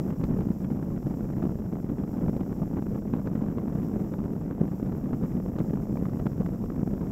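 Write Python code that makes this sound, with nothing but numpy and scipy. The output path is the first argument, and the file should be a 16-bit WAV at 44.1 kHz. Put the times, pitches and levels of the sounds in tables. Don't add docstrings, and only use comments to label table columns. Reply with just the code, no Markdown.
import sys
import numpy as np
from scipy import signal
from scipy.fft import rfft, irfft
from scipy.io import wavfile
from scipy.ndimage import uniform_filter1d

SR = 44100
rng = np.random.default_rng(int(sys.argv[2]) if len(sys.argv) > 2 else 0)


def digitize_waveform(pressure):
    field = np.atleast_2d(pressure).T
    bounded = np.clip(field, -1, 1)
    quanta = np.round(bounded * 32767).astype(np.int16)
    wavfile.write(sys.argv[1], SR, quanta)


N = 313551
TIME = np.arange(N) / SR
FREQ = np.maximum(np.arange(N // 2 + 1) * SR / N, 1)

# frequency_hz, gain_db
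WIND_TONE = [(10, -27.5), (25, -15.5), (42, -6.5), (60, -10.5), (100, -6.5), (140, -2.5), (190, 1),
             (260, -4.5), (370, -13), (550, -21), (1000, -32.5), (2000, -48), (4000, -66), (10000, -93.5)]
# time_s, relative_thump_db, relative_rasp_db
STRONG_EDDIES = [(0.106, -34, -39.5), (0.239, -9.5, -35), (0.309, -16.5, -53.5), (0.345, -18.5, -56),
                 (0.366, -19, -53), (0.408, -19, -37.5), (0.472, -15, -47), (0.506, -13.5, -51),
                 (0.649, -20, -44), (0.719, -16, -61), (0.828, -22.5, -44.5), (1.07, -12.5, -50),
                 (1.383, -27, -43.5), (1.425, -20.5, -45.5), (1.735, -16, -50), (2.171, -23, -44),
                 (2.224, -20, -47), (2.296, -15, -42), (2.368, -19.5, -46.5), (2.411, -22.5, -53.5),
                 (2.774, -30, -49.5), (2.824, -21.5, -44.5), (2.956, -25.5, -47), (3.138, -11.5, -38),
                 (3.274, -16.5, -41.5), (3.355, -18, -44), (3.584, -13, -36.5), (3.788, -15.5, -48),
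                 (3.832, -21, -45), (3.966, -13, -60), (4.139, -24.5, -39.5), (4.511, -26.5, -42),
                 (4.616, -12, -45.5), (4.829, -15, -44.5), (4.923, -21, -43), (5.133, -13.5, -38.5),
                 (5.587, -20, -41.5), (5.611, -18.5, -41.5), (5.74, -19.5, -49.5), (5.973, -26, -37.5),
                 (6.026, -12.5, -60), (6.056, -28, -38.5), (6.199, -22, -38.5), (6.268, -12, -33.5),
                 (6.403, -16.5, -45), (6.463, -16, -39.5), (6.703, -20, -42.5), (6.832, -11.5, -47)]


def undb(db):
    return 10 ** (np.asarray(db) / 20)


def curve(table):
    times, values = np.transpose(table)
    return np.interp(TIME, times, values)


def colour(points):
    hz, db = np.transpose(points)
    return undb(np.interp(np.log(FREQ), np.log(hz), db))


def shape(x, gain):
    return irfft(rfft(x) * gain, N)


def noise(gain):
    x = shape(rng.standard_normal(N), gain)
    return x / np.std(x)


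def wobble(rate_hz):
    return noise(np.exp(-(FREQ / rate_hz) ** 2))


def even_out(x, span_s):
    size = int(span_s * SR)
    return x / np.sqrt(uniform_filter1d(uniform_filter1d(x ** 2, size), size) + 1e-12)


def gusts(rate_hz=14.2):
    return noise(FREQ / np.hypot(FREQ, 4) * np.exp(-(FREQ / rate_hz) ** 2))


def swells(levels_db, half_length_s=0.0085):
    strength = np.sqrt(undb(levels_db))
    bumps = np.zeros(N)
    for (time_s, _, _), height in zip(STRONG_EDDIES, strength / np.mean(strength)):
        near = slice(*np.searchsorted(TIME, [time_s - .06, time_s + .06]))
        bumps[near] += height * np.exp(-((TIME[near] - time_s) / half_length_s) ** 2)
    return bumps


def airflow(gust_db=1.73, swell_db=3.5, fine_gust_db=0.38, fine_swell_db=4.0, fine_below_db=21):
    # time_s, level_db
    flow_levels = [(0.0, -24.5), (0.19, -34), (0.25, -28), (0.48, -30), (0.55, -34), (0.7, -30),
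                   (1.15, -30.5), (1.52, -28), (1.65, -32.5), (2.12, -29), (2.28, -27.5), (2.45, -30.5),
                   (3.8, -29), (4.35, -30.5), (5.55, -29.5), (5.75, -28), (5.9, -30.5), (7.11, -29.5)]
    flow = curve(flow_levels)
    average = np.mean(flow)
    _, thump_db, rasp_db = np.transpose(STRONG_EDDIES)
    swing = flow - average + gust_db * gusts()
    rumble = swing + swell_db * swells(thump_db)
    fine = 0.94 * swing + fine_gust_db * gusts() + fine_swell_db * swells(rasp_db)
    return average + rumble, average + fine - fine_below_db


def wind_rumble(rumble_trim_db=-0.39, coarse_burst_db=2.0, fine_burst_db=5.0, flutter_db=1.5, burst_hz=55):
    # time_s, deep_rumble_boost_db
    open_wind = [(0, -6.5), (0.3, 7), (0.6, -1), (1.3, 2.5), (1.8, -1), (3.0, -1), (3.6, 0), (4.2, -1),
                 (5.3, 0), (5.9, 1.5), (7.11, 2)]
    open_wind_db = curve(open_wind)
    tone = colour(WIND_TONE)
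    rumble_db, turbulence_db = airflow()
    bursts = noise(FREQ / (FREQ + 10) / np.sqrt(1 + (FREQ / burst_hz) ** 2) / (1 + (FREQ / 450) ** 2))
    coarse_power = np.sum(tone[(FREQ > 100) & (FREQ < 400)] ** 2)
    fine_power = np.sum(tone[(FREQ > 600) & (FREQ < 2500)] ** 2)
    coarse_db = rumble_db + rumble_trim_db - 10 * np.log10(coarse_power)
    fine_db = turbulence_db - 10 * np.log10(fine_power)
    deep_shift_db = 0.5 * (np.mean(coarse_db) - coarse_db) + open_wind_db
    rumble = 0
    for hz in 24 * 2. ** np.arange(9):
        band = tone * np.cos(np.pi / 2 * np.clip(np.log2(FREQ / hz), -1, 1))
        smallness = np.clip(np.log(hz / 190) / np.log(1100 / 190), 0, 1)
        depth = np.clip(np.log(150 / hz), 0, 1)
        level_db = coarse_db + smallness * (fine_db - coarse_db) + depth * deep_shift_db
        burst_db = coarse_burst_db + smallness * (fine_burst_db - coarse_burst_db)
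        eddies = noise(band) * undb(burst_db * bursts + flutter_db * wobble(90))
        eddies = even_out(eddies, span_s=0.065 * (1 + 2 * depth))
        rumble = rumble + eddies * undb(level_db) * np.sqrt(np.sum(band ** 2))
    return rumble


def blade_hiss(boost_db=2, sharpness=2.6, steady_power=0.19, flutter_db=2, wander=0.011, flicker_db=0.66):
    # time_s, rate_hz
    blade_rate = [(0, 191.1), (1.3, 186.5), (2.3, 190), (3.2, 191.4), (4.6, 183), (5.2, 188.3), (6.4, 180),
                  (7.1, 186)]
    # speed_compared_to_nearest, relative_level_db
    rotors = [(0.98, -3.5), (1, -9), (.79, -5.5), (.94, -8)]
    # frequency_hz, gain_db
    hiss_tone = [(2500, -7), (4300, -14.5), (5000, -5), (5500, 0), (6300, -5), (7300, -1.5), (8100, -6),
                 (8600, -14.5), (9400, -20), (10500, -10.5), (11300, -6.5), (12400, 1), (14000, -3.5),
                 (15700, -7)]
    # time_s, relative_hiss_db
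    thrust = [(0.0, -62.5), (0.15, -66), (0.6, -64.7), (0.75, -67.5), (1.2, -65.5), (2.0, -67.9),
              (2.15, -65.4), (3.6, -67.6), (3.9, -64.8), (4.6, -69.5), (4.7, -66), (5.1, -67), (5.2, -65.0),
              (5.55, -66.7), (5.65, -65.1), (7.1, -66.5)]
    rate_hz, power = curve(blade_rate), steady_power
    for speed, level_db in rotors:
        phase = 2 * np.pi * np.cumsum(rate_hz * speed * (1 + wander * wobble(6))) / SR
        sweep = np.exp(2 * sharpness * (np.cos(phase) - 1))
        power = power + 2 * sweep * undb(level_db + flutter_db * wobble(120)) ** 2
    pulsing = np.sqrt(power / np.mean(power))
    beam_share = 1 / (1 + (8000 / FREQ) ** 4)
    tone = colour(hiss_tone)
    beamed = pulsing * shape(rng.standard_normal(N), tone * np.sqrt(beam_share))
    spread = shape(rng.standard_normal(N), tone * np.sqrt(1 - beam_share))
    hiss = beamed + spread
    return hiss / np.std(hiss) * undb(curve(thrust) + boost_db + flicker_db * gusts())


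def weak_eddies(count=120, per_second=8, thump_db=-25, rasp_db=-46, scatter_db=1.5):
    delay, thump, rasp = rng.standard_normal((count, 3)).T
    times = (np.arange(count) + .5 + .5 * delay) / per_second
    rows = np.column_stack([times, thump_db + scatter_db * thump, rasp_db + scatter_db * rasp])
    return rows[(times > 0) & (times < TIME[-1])]


def eddy_thumps(eddies, thump_trim_db=-2, rasp_trim_db=-1, core_s=0.0013, rasp_s=0.0018, leak_hz=150):
    thumps, rasps = np.zeros(N), np.zeros(N)
    tiny_eddies = noise(colour(WIND_TONE) / (1 + (850 / FREQ) ** 4))
    for time_s, thump_db, rasp_db in eddies:
        side, width = rng.standard_normal(2)
        near = slice(max(int((time_s - .03) * SR), 0), int((time_s + .03) * SR))
        t = TIME[near] - time_s
        distance = t / (core_s * np.exp(0.14 * width))
        thumps[near] += 2 * np.sign(side) * undb(thump_db + thump_trim_db) / (1 + distance ** 2) ** 1.78
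        rasps[near] += undb(rasp_db + rasp_trim_db) / (1 + (t / rasp_s) ** 2)
    leak = 1 / np.sqrt(1 + (leak_hz / FREQ) ** 6)
    return shape(thumps, leak) + rasps * tiny_eddies


def gust_ticks(fade_s=0.00058, low_hz=2000, top_hz=3800):
    # time_s, level_db
    ticks = [(0.241, -42), (.409, -58), (1.07, -57), (2.368, -56), (3.14, -54), (3.273, -49), (4.615, -54),
             (5.587, -48), (5.593, -51), (6.272, -56)]
    loudness = 0
    for time_s, level_db in ticks:
        loudness = loudness + undb(level_db) * np.exp(-np.minimum(np.abs(TIME - time_s) / fade_s, 20))
    return loudness * noise(1 / (1 + (low_hz / FREQ) ** 4) / (1 + (FREQ / top_hz) ** 3))


def scene():
    air = wind_rumble() + blade_hiss() + gust_ticks()
    eddies = np.vstack([STRONG_EDDIES, weak_eddies()])
    return (air + eddy_thumps(eddies))[None]


def record(dry):
    top_hz = 15760
    return signal.sosfilt(signal.ellip(14, .1, 80, top_hz, fs=SR, output="sos"), dry)


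dry = scene()
out = record(dry)
digitize_waveform(out)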